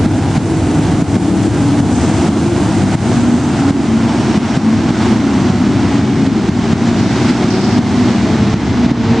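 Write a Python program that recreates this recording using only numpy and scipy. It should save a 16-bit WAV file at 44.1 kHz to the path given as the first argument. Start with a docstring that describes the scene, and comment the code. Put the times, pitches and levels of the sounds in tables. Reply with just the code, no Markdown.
"""At the fence of a dirt oval, a pack of V8 sprint cars sweeps past, through the turn and away.
Their exhaust pulses blur into a roar that booms, barks and rasps. A few near engines stand out as
notes, and two far ones wind up on the straight. Tyres spray dirt and squeal thinly; the wall echoes.
Heavy exhaust thumps overload the microphone, whose limiter turns the whole roar down for a moment."""
import sys
import numpy as np
from scipy import signal
from scipy.fft import rfft, irfft, next_fast_len
from scipy.io import wavfile
from scipy.ndimage import uniform_filter1d, minimum_filter1d

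SR = 44100
rng = np.random.default_rng(int(sys.argv[2]) if len(sys.argv) > 2 else 0)


def dump_mix(stems):
    """Bounce the given channels to the path in sys.argv[1] as a 16-bit WAV at rate SR."""
    frames = np.atleast_2d(stems).T  # one column per channel
    limited = np.clip(frames, -1, 1)  # hard clip at full scale
    pcm = np.round(limited * 32767).astype(np.int16)
    wavfile.write(sys.argv[1], SR, pcm)


N = 405719
TIME = np.arange(N) / SR


def amp(db):
    return 10 ** (np.asarray(db) / 20)


def unit(x):
    return x / np.sqrt(np.mean(x ** 2) + 1e-20)


def curves(rows):
    """Turns each column after the first (seconds) into a curve over time."""
    seconds, *columns = np.transpose(rows)
    return [np.interp(TIME, seconds, column) for column in columns]


def present(rows, fade_s=0.16):
    """One while a table lasts, fading out beyond its ends."""
    return np.clip(1 + np.minimum(TIME - rows[0][0], rows[-1][0] - TIME) / fade_s, 0, 1)


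def envelope(start, length, attack_s, release_s):
    """Rises from the start, holds to the end of the length, then dies away."""
    rise = np.clip((TIME - start) / attack_s, 0, 1)
    return rise * np.exp(-np.maximum(TIME - start - length, 0) / release_s)


def colour(x, points):
    """Makes each frequency louder or softer, along a line through (Hz, dB) points."""
    size = next_fast_len(N + 8192)
    hz, db = np.transpose(points)
    gain = amp(np.interp(np.log(np.fft.rfftfreq(size, 1 / SR) + 1), np.log(hz), db))
    return irfft(rfft(x, size) * gain, size)[..., :N]


def drift(per_s):
    """A smooth random wobble that changes about per_s times a second."""
    grid = np.linspace(0, N / SR, 2048)
    hz = np.fft.rfftfreq(len(grid), grid[1])
    slow = irfft(rfft(rng.standard_normal(len(grid))) / (1 + (hz / per_s) ** 4))
    return np.interp(TIME, grid, unit(slow))


def noise_band(hz, width_hz):
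    """A band of noise whose centre follows the curve hz."""
    b, a = signal.butter(3, min(width_hz / SR, .9))
    slow = signal.lfilter(b, a, rng.standard_normal(N) + 1j * rng.standard_normal(N))
    return unit((slow * np.exp(2j * np.pi * np.cumsum(hz) / SR)).real)


def echoes(x, ring_s, samples_per_echo=7):
    """Sound bounces off the wall, banking and stands; the pattern changes as the cars move on."""
    t = TIME[:SR // 2]
    running = np.r_[x[-len(t):], x]  # the track is already ringing
    hop = SR // 4
    out = np.zeros(len(running) + 2 * SR)
    for start in range(0, len(running), hop):
        piece = running[start:start + 2 * hop]
        piece = piece * np.sin(np.pi * np.arange(len(piece)) / (2 * hop))
        bounces = rng.standard_normal(len(t)) * (rng.integers(0, samples_per_echo, len(t)) == 0)
        bounces *= amp(-60 * t / ring_s)
        tail = signal.fftconvolve(piece, bounces / np.linalg.norm(bounces))
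        out[start:start + len(tail)] += tail
    return out[len(t):len(t) + N]


# Treble lost in the air. Each row: time in seconds, loss at 10 kHz in dB (below zero is a boost).
AIR_LOSS = [(0, -3.5), (3, -3.5), (4.5, 1), (6, 5), (8, 6.5), (9.2, 17.5)]


def through_air(x):
    """Air swallows the highest sounds most, and more so as the pack draws away."""
    hz, t, spectrum = signal.stft(x, SR, nperseg=512)
    loss_db = np.interp(t, *np.transpose(AIR_LOSS)) * (hz[:, None] / 10000) ** 3
    return signal.istft(spectrum * amp(-loss_db), SR, nperseg=512)[1][..., :N]


# Bursts of dirt. Each row: start in seconds, length in seconds, level in dB, centre in Hz, width in Hz.
SPRAYS = [(0, 3.5, -38.5, 7290, 2600), (1.9, 0.31, -34, 7060, 2600), (6.95, 0.36, -36.5, 4880, 2200),
          (7.504, 0.015, -25.5, 5230, 1400), (7.5, 0.25, -31.5, 4960, 1600), (7.95, 0.22, -39, 4640, 2400)]


def dirt_spray(grit_db=2):
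    """Dirt thrown by the tyres hisses all round in gritty clumps."""
    out = np.zeros((2, N))
    for start, length, db, hz, width_hz in SPRAYS:
        hiss = np.array([noise_band(np.full(N, hz), width_hz) for ear in range(2)])
        burst = envelope(start, length, attack_s=0.058 * length, release_s=0.13 * length)
        out += amp(db + grit_db * drift(60)) * burst * hiss
    return out


# Squeals in the turn. Each row: start in seconds, length in seconds, first pitch in Hz, level in dB.
SQUEALS = [(3.1, .27, 6340, -46), (4.02, .34, 5490, -43.5), (4.38, .2, 5590, -41.5), (4.7, .4, 5500, -48),
           (5.15, 0.25, 5860, -43.5), (5.58, .15, 5420, -49)]


def tyre_squeals(rise_hz_per_s=220):
    """Each squeal is one thin ringing note that creeps upward."""
    out = np.zeros(N)
    for start, length, hz, db in SQUEALS:
        squeal = noise_band(hz + rise_hz_per_s * (TIME - start), width_hz=190)
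        out += amp(db) * envelope(start, length, attack_s=.07, release_s=.12) * squeal
    return out


def engine(hz, db, partials, wheelspin=0.0049, shake=0.0119, flutter_db=1.5):
    """Steady firing makes a note, shaken by wheelspin and fluttering in the echo off the ground."""
    wobble = 1 + wheelspin * drift(7.66) + shake * drift(72.7)
    phase = 2 * np.pi * np.cumsum(hz * wobble) / SR
    tone = 0
    for multiple, partial_db in partials:
        level = amp(partial_db + flutter_db * drift(8.8))
        tone += level * np.cos(multiple * phase + 2 * np.pi * rng.random())
    return np.sqrt(2) * amp(db) * tone


# Two far cars. Each row: time in seconds, firings a second of all cylinders, level in dB.
LEADER = [(6.9, 318, -30), (7.2, 336, -28.5), (7.37, 358, -23), (7.75, 383, -24), (8.1, 402, -36),
          (8.35, 437, -32), (8.6, 440, -36), (8.9, 444, -31), (9.05, 453, -24.5), (9.2, 452, -22.5)]
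RIVAL = [(6, 368, -34), (6.4, 384, -29), (6.6, 397, -25), (6.8, 402, -32)]
# The tones in a far engine's note. Each row: multiple of the firing rate, level in dB.
FAR_PARTIALS = [(1, 2), (1.25, -16), (1.5, -16.5), (2, -10.5), (2.5, -19)]


def far_cars(level_db=-1.5):
    """Two far engines climb in pitch as they speed down the straight, one after the other."""
    out = np.zeros(N)
    for run in (RIVAL, LEADER):
        hz, db = curves(run)
        out += present(run) * engine(hz, db + level_db, FAR_PARTIALS)
    return out


# Exhaust blasts. Each row: time in seconds, level in dB.
THUMPS = [(0.065, 3), (0.381, 8.5), (0.939, 0.5), (1.025, 8.5), (1.169, 5.5), (1.806, 5), (2.292, 5),
          (2.954, 8.5), (3.709, 6), (4.378, 6.5), (4.576, 6), (4.908, 2.5), (5.127, -2), (5.505, 2),
          (5.993, 1), (6.276, 4), (6.496, 6), (6.735, 6), (6.89, 1.5), (7.012, 1), (7.311, 2), (7.446, 0.5),
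          (7.792, 4.5), (8.544, 6.5), (8.865, 3), (8.918, 8)]


def exhaust_thumps(roar, hz=200, level_db=-0.8):
    """Each blast is one short swing of pressure that pushes the same way as the roar."""
    out = np.zeros(N)
    for s, db in THUMPS:
        peak = round(s * SR)
        at = peak + np.arange(-500, 500)
        t = at / SR - s
        width_s = np.where(t < 0, .0022, .0035)  # rises faster than it falls
        swing = np.cos(2 * np.pi * hz * t) * np.exp(-(t / width_s) ** 2)
        out[at] += amp(db + level_db) * np.sign(roar[peak]) * swing
    return out


def firings(bank_hz, cars=20, spread=.18, unevenness=0.82, jitter_s=.0002):
    """Exhaust pulses of the pack: each car has its own speed and its own pattern of eight cylinders."""
    out = np.zeros(N)
    for gearing in np.linspace(-1, 1, cars):
        hz = bank_hz * np.exp(spread * gearing + .07 * drift(.8) + .012 * drift(9))
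        fired = np.floor(np.cumsum(2 * hz) / SR + rng.random()).astype(int)  # two banks of cylinders
        at = np.flatnonzero(np.diff(fired))
        cylinders = unevenness * unit(rng.standard_normal(8))
        # no two firings are alike in size or timing, so the overtones blur into a roar
        size, lag = rng.standard_normal((2, 8192))[:, fired[at] % 8192]
        arrival = (at + np.round(lag * jitter_s * SR).astype(int)) % N
        out += np.bincount(arrival, cylinders[fired[at] % 8] + size, N)
    return unit(out)


# The low boom of cars coming and going. Each row: frequency in Hz, gain in dB.
BOOM_COMING = [(18, -41), (30, -32.5), (45, -20.5), (58, -20.5), (78, -4.5), (105, 4), (140, -2.5),
               (180, -4), (220, -2.5), (300, 0), (340, -4), (385, -10.5), (500, -20.5), (700, -53)]
BOOM_GOING = [(18, -42.5), (30, -26.5), (56, -24), (78, -7), (97, -3.5), (125, -4.5), (162, -7),
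              (205, -3.5), (236, 1), (265, -2), (315, -3.5), (365, -6), (425, -18), (500, -26), (700, -75)]


def pipe_boom(pulses, away):
    """The pulses boom in the pipes; so many cars even each other out that the level is steady."""
    boom = (1 - away) * unit(colour(pulses, BOOM_COMING)) + away * unit(colour(pulses, BOOM_GOING))
    power = uniform_filter1d(uniform_filter1d(boom ** 2, size=2500), size=2500)
    return boom / np.sqrt(power + 1e-9)


# Deep bass within the boom. Each row: time in seconds, gain in dB.
DEEP_BASS = [(0, 0), (1.5, -1), (3, 0.5), (4.6, -0.5), (5.7, 2.5), (7.6, -1.5), (8.6, 6), (9.2, 5)]


def deepened(boom, top_hz=150):
    """The lowest part of the boom swells and sinks."""
    deep = signal.sosfiltfilt(signal.butter(3, top_hz, fs=SR, output="sos"), boom)
    return boom + (amp(curves(DEEP_BASS)[0]) - 1) * deep


# The bark of cars coming and going. Each row: frequency in Hz, gain in dB.
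BARK_COMING = [(300, -30), (500, -7.5), (660, 2), (820, 0.5), (1000, -5), (1200, -9.5), (1500, -9),
               (1900, -19.5), (3000, -21), (8000, -61)]
BARK_GOING = [(300, -16.5), (500, -8.5), (660, -0.5), (820, -0.5), (1000, -4.5), (1200, -6.5), (1500, -8),
              (1900, -16.5), (3000, -19.5), (8000, -74.5)]


def pipe_bark(pulses, away):
    """The pulses bark at the mouths of the pipes; the tone shifts as the cars turn away."""
    return (1 - away) * unit(colour(pulses, BARK_COMING)) + away * unit(colour(pulses, BARK_GOING))


# The bright rasp. Each row: frequency in Hz, gain in dB.
RASP = [(900, -5.5), (1600, 0.5), (2050, 4), (2600, -1.5), (3600, 0), (5200, -1), (6500, -3), (8000, -7.5),
        (9300, -12.5), (10300, -31), (11500, -55)]


def gas_rasp(pulses, boom, hiss=1.44, crest_db=0.3):
    """Jets of gas tear the air, hissing hardest on each crest of the boom."""
    jets = unit(rng.standard_normal(N) * amp(crest_db * boom))
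    return unit(colour(pulses + hiss * jets, RASP))


# The pack's loudness. Each row: time in seconds, boom in dB, bark in dB, rasp in dB against the bark.
PACK_LEVELS = [(0, -8.5, -25.5, -9), (2, -8, -24.5, -7), (3.8, -11.5, -25, -7.5), (5.3, -11, -24.5, -5),
               (6.3, -10, -26.5, -4), (7.3, -10, -24, -3), (9.2, -13, -26, -2.5)]
# The pack's pace. Each row: time in seconds, typical firings a second of one bank (four cylinders),
# share of cars heading away from 0 to 1.
PACK_PACE = [(0, 300.4, 0), (1.5, 295.2, 0), (2.7, 275.2, 0.18), (3.7, 244.5, 0.7), (5.3, 224.8, 1),
             (7, 224.7, 0.8), (9.2, 239.7, 0.91)]
# Drivers hit the throttle together. Each row: start in seconds, length in seconds, lift in dB.
SURGES = [(0.153, 0.24, 4), (0.668, 0.28, 1.5), (1.944, 0.31, 3.5), (2.507, 0.67, 2), (3.006, 0.15, 1),
          (3.474, 0.26, 2.5), (3.798, 0.068, 2.5), (3.99, .57, 2), (4.908, 0.16, 4), (5.265, 0.2, 1),
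          (5.707, 0.24, 2.5), (6.58, 0.2, 1), (6.78, 0.12, 1.5), (7.065, 0.24, 2.3), (7.945, .45, 0.9),
          (9.013, 0.19, 2.5)]


def pack_roar(boom_db=-3.5, bark_db=-0.25, boom_surge_share=0.43, crack_db=2.24):
    """Boom, bark and rasp swell with the throttle; bark and rasp also flare as each thump builds."""
    boom_level, bark_level, rasp_db = curves(PACK_LEVELS)
    surge_db = sum(db * envelope(start, length, attack_s=0.11, release_s=0.036)
                   for start, length, db in SURGES)
    lead_s, width_s = 0.013, 0.017
    flare_db = crack_db * sum(np.exp(-((TIME - s + lead_s) / width_s) ** 2) for s, _ in THUMPS)
    bank_hz, away = curves(PACK_PACE)
    pulses = firings(bank_hz)
    boom = pipe_boom(pulses, away)
    bark = amp(bark_db) * pipe_bark(pulses, away)
    rasp = amp(rasp_db) * gas_rasp(pulses, boom)
    low = amp(boom_level + boom_db + boom_surge_share * surge_db) * deepened(boom)
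    return low + amp(bark_level + surge_db + flare_db) * (bark + rasp)


def snarl(hz, top_harmonic=5, wheelspin=0.00704, flutter_db=3):
    """The overtones of one bank's firing, coming and going."""
    phase = 2 * np.pi * np.cumsum(hz * (1 + wheelspin * drift(11.95))) / SR
    flutter = amp(flutter_db * drift(7.2))
    return flutter * sum(np.cos(k * phase + 2 * np.pi * rng.random()) for k in range(2, top_harmonic + 1))


# Engine speed of each near car. Each row: time in seconds, firings a second of one bank.
CAR_A = [(1.7, 240), (2.5, 239), (2.8, 247), (3.05, 237), (3.42, 244), (3.7, 236), (3.9, 224), (4.1, 235),
         (4.22, 232), (4.38, 237), (4.6, 243), (5, 229), (5.2, 221)]
CAR_B = [(1.9, 306), (2.1, 325), (2.55, 344), (2.8, 334), (3.3, 303), (3.62, 275), (4.1, 279), (4.5, 279),
         (4.7, 263), (4.9, 264), (5.05, 253), (5.4, 251), (5.55, 243), (5.7, 250), (5.9, 236)]
CAR_C = [(0, 332), (.5, 322), (.7, 313), (.9, 301), (1.2, 328), (1.4, 329), (1.65, 306), (1.85, 284)]
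CAR_D = [(.15, 149), (.7, 160), (1.25, 185), (1.55, 192), (2.1, 190), (2.3, 212), (2.48, 214), (2.65, 186),
         (2.9, 192), (3.05, 209)]
CAR_E = [(.7, 294), (1.1, 274), (1.35, 297), (1.65, 282), (1.82, 281), (1.95, 266), (2.2, 267)]
CAR_F = [(5.25, 277), (5.75, 285), (6.1, 277), (6.45, 257), (6.88, 234), (7.25, 241), (7.5, 229),
         (7.7, 241), (8, 246), (8.18, 233), (8.45, 240), (8.9, 240), (9.05, 232), (9.2, 238)]
CAR_G = [(4, 212), (4.45, 213), (4.7, 222), (4.9, 221), (5.15, 202), (5.4, 194), (5.85, 204), (6.05, 214),
         (6.4, 213), (6.7, 222), (7.1, 218), (7.4, 203), (7.75, 218), (8.15, 212), (8.5, 219), (9.2, 218)]
CAR_H = [(6.7, 174), (7.05, 184), (7.3, 182), (7.6, 193), (7.85, 203), (8.05, 195), (8.45, 206), (8.6, 204)]
CAR_I = [(0, 102), (.45, 102), (.65, 95), (.95, 105), (1.15, 118), (1.45, 122), (1.75, 120)]
# The near cars. Each entry: the car's letter, its speed table, level in dB.
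CARS = {"A": (CAR_A, -23.3), "B": (CAR_B, -24.8), "C": (CAR_C, -25), "D": (CAR_D, -23), "E": (CAR_E, -24.5),
        "F": (CAR_F, -23.3), "G": (CAR_G, -23.3), "H": (CAR_H, -24), "I": (CAR_I, -26.5)}
# A pipe swings towards the fence. Each row: the car's letter, time in seconds, lift in dB.
BLARES = [("A", 2.03, 5), ("A", 2.85, 5), ("A", 3.3, 5.5), ("A", 3.92, 9), ("A", 4.12, 5), ("A", 4.33, 8),
          ("A", 5.1, 7), ("B", 2.2, 4), ("B", 2.55, 4), ("B", 2.8, 4.5), ("B", 3.66, 11), ("B", 4.8, 6),
          ("B", 5.1, 4), ("B", 5.55, 8), ("C", .62, 4), ("C", .9, 6.5), ("C", 1.3, 4), ("C", 1.65, 5),
          ("D", .8, 6.5), ("D", 1.3, 5), ("D", 2.3, 5.5), ("D", 2.86, 7.5), ("E", 1.35, 3), ("E", 1.77, 8),
          ("F", 5.45, 4.5), ("F", 5.8, 3), ("F", 6.9, 9), ("F", 7.25, 4), ("F", 7.75, 4), ("F", 8, 5.5),
          ("F", 8.2, 4.5), ("F", 8.85, 6.5), ("F", 9.12, 8), ("G", 4.7, 9.5), ("G", 5.4, 3.5),
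          ("G", 6.12, 4), ("G", 6.36, 7), ("G", 6.67, 7), ("G", 7.42, 3), ("G", 7.78, 6), ("G", 8.15, 3),
          ("G", 8.5, 4), ("H", 7.05, 5), ("H", 8.45, 5.5), ("I", .35, 2.5), ("I", .9, 3.5), ("I", 1.6, 3)]
# The tones in an uneven V8's note. Each row: multiple of the bank's firing rate, level in dB.
V8_PARTIALS = [(.5, -12), (.75, -12.5), (1, 1.5), (1.25, -18), (1.5, -20), (3, -23.5)]


def near_cars(level_db=-0.5, snarl_db=-17, snarl_growth=0.43, half_blare_s=0.11):
    """Each near engine holds its own note; when its pipe points at the fence it swells and snarls."""
    notes, snarls = np.zeros((2, N))
    for name, (speed, db) in CARS.items():
        blare_db = sum(lift * np.exp(-((TIME - s) / half_blare_s) ** 2)
                       for car, s, lift in BLARES if car == name)
        hz = curves(speed)[0]
        notes += present(speed) * engine(hz, db + blare_db + level_db, V8_PARTIALS)
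        snarls += present(speed) * amp(db + snarl_db + snarl_growth * blare_db) * snarl(hz)
    return notes + colour(snarls, BARK_GOING)


# Echoes heard from the sides. Each row: frequency in Hz, gain in dB.
SIDE_COLOUR = [(30, -11), (100, -16.5), (300, -21.5), (620, -18.5), (1100, -17.5), (2000, -13.5),
               (3500, -11), (6400, -8), (9000, 0)]
# How the left microphone's tone leans. Each row: frequency in Hz, gain against the right in dB.
LEFT_COLOUR = [(40, 0), (110, 1), (400, 0), (2000, -0.36), (5000, -1.44), (10000, -2)]


def scene(near_db=-0.4, near_wall_db=-9, far_wall_db=-5):
    """The engines arrive from the front; echoes roughen the single notes and make the sound wide."""
    near, far = near_cars(), far_cars()
    wall = echoes(amp(near_wall_db) * near + amp(far_wall_db) * far, ring_s=0.44)
    roar = through_air(pack_roar() + amp(near_db) * near + far + wall)
    side = colour(echoes(roar, ring_s=0.28), SIDE_COLOUR)
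    ears = np.array([colour(roar + side, LEFT_COLOUR), roar - side])
    return ears + exhaust_thumps(roar) + dirt_spray() + tyre_squeals()


def held(db, recovery_s):
    """Jumps up to each peak, then sinks back smoothly."""
    leak = TIME / recovery_s
    return np.exp(np.maximum.accumulate(np.log(db) + leak) - leak)


def record(dry, recovery_s=0.071, linger_db=2.0, linger_s=0.26, top_hz=11000):
    """A limiter turns the sound down at each overload; then the highest treble is cut off."""
    over_db = np.maximum(20 * np.log10(abs(dry).max(0) + 1e-9), 1e-3)
    over_db = -minimum_filter1d(-over_db, size=441, origin=220)  # hold each peak for 10 ms
    quick_db = held(over_db, recovery_s)
    slow_db = held(np.minimum(over_db, linger_db), linger_s)  # the last few dB come back slowly
    gain_db = uniform_filter1d(minimum_filter1d(-np.maximum(quick_db, slow_db), size=70), size=70)
    limited = np.clip(dry * amp(gain_db), -1, 1)
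    treble_cut = signal.firwin(255, top_hz, window=("kaiser", 9), fs=SR)
    return signal.oaconvolve(limited, treble_cut[None], "same")


dry = scene()
out = record(dry)
dump_mix(out)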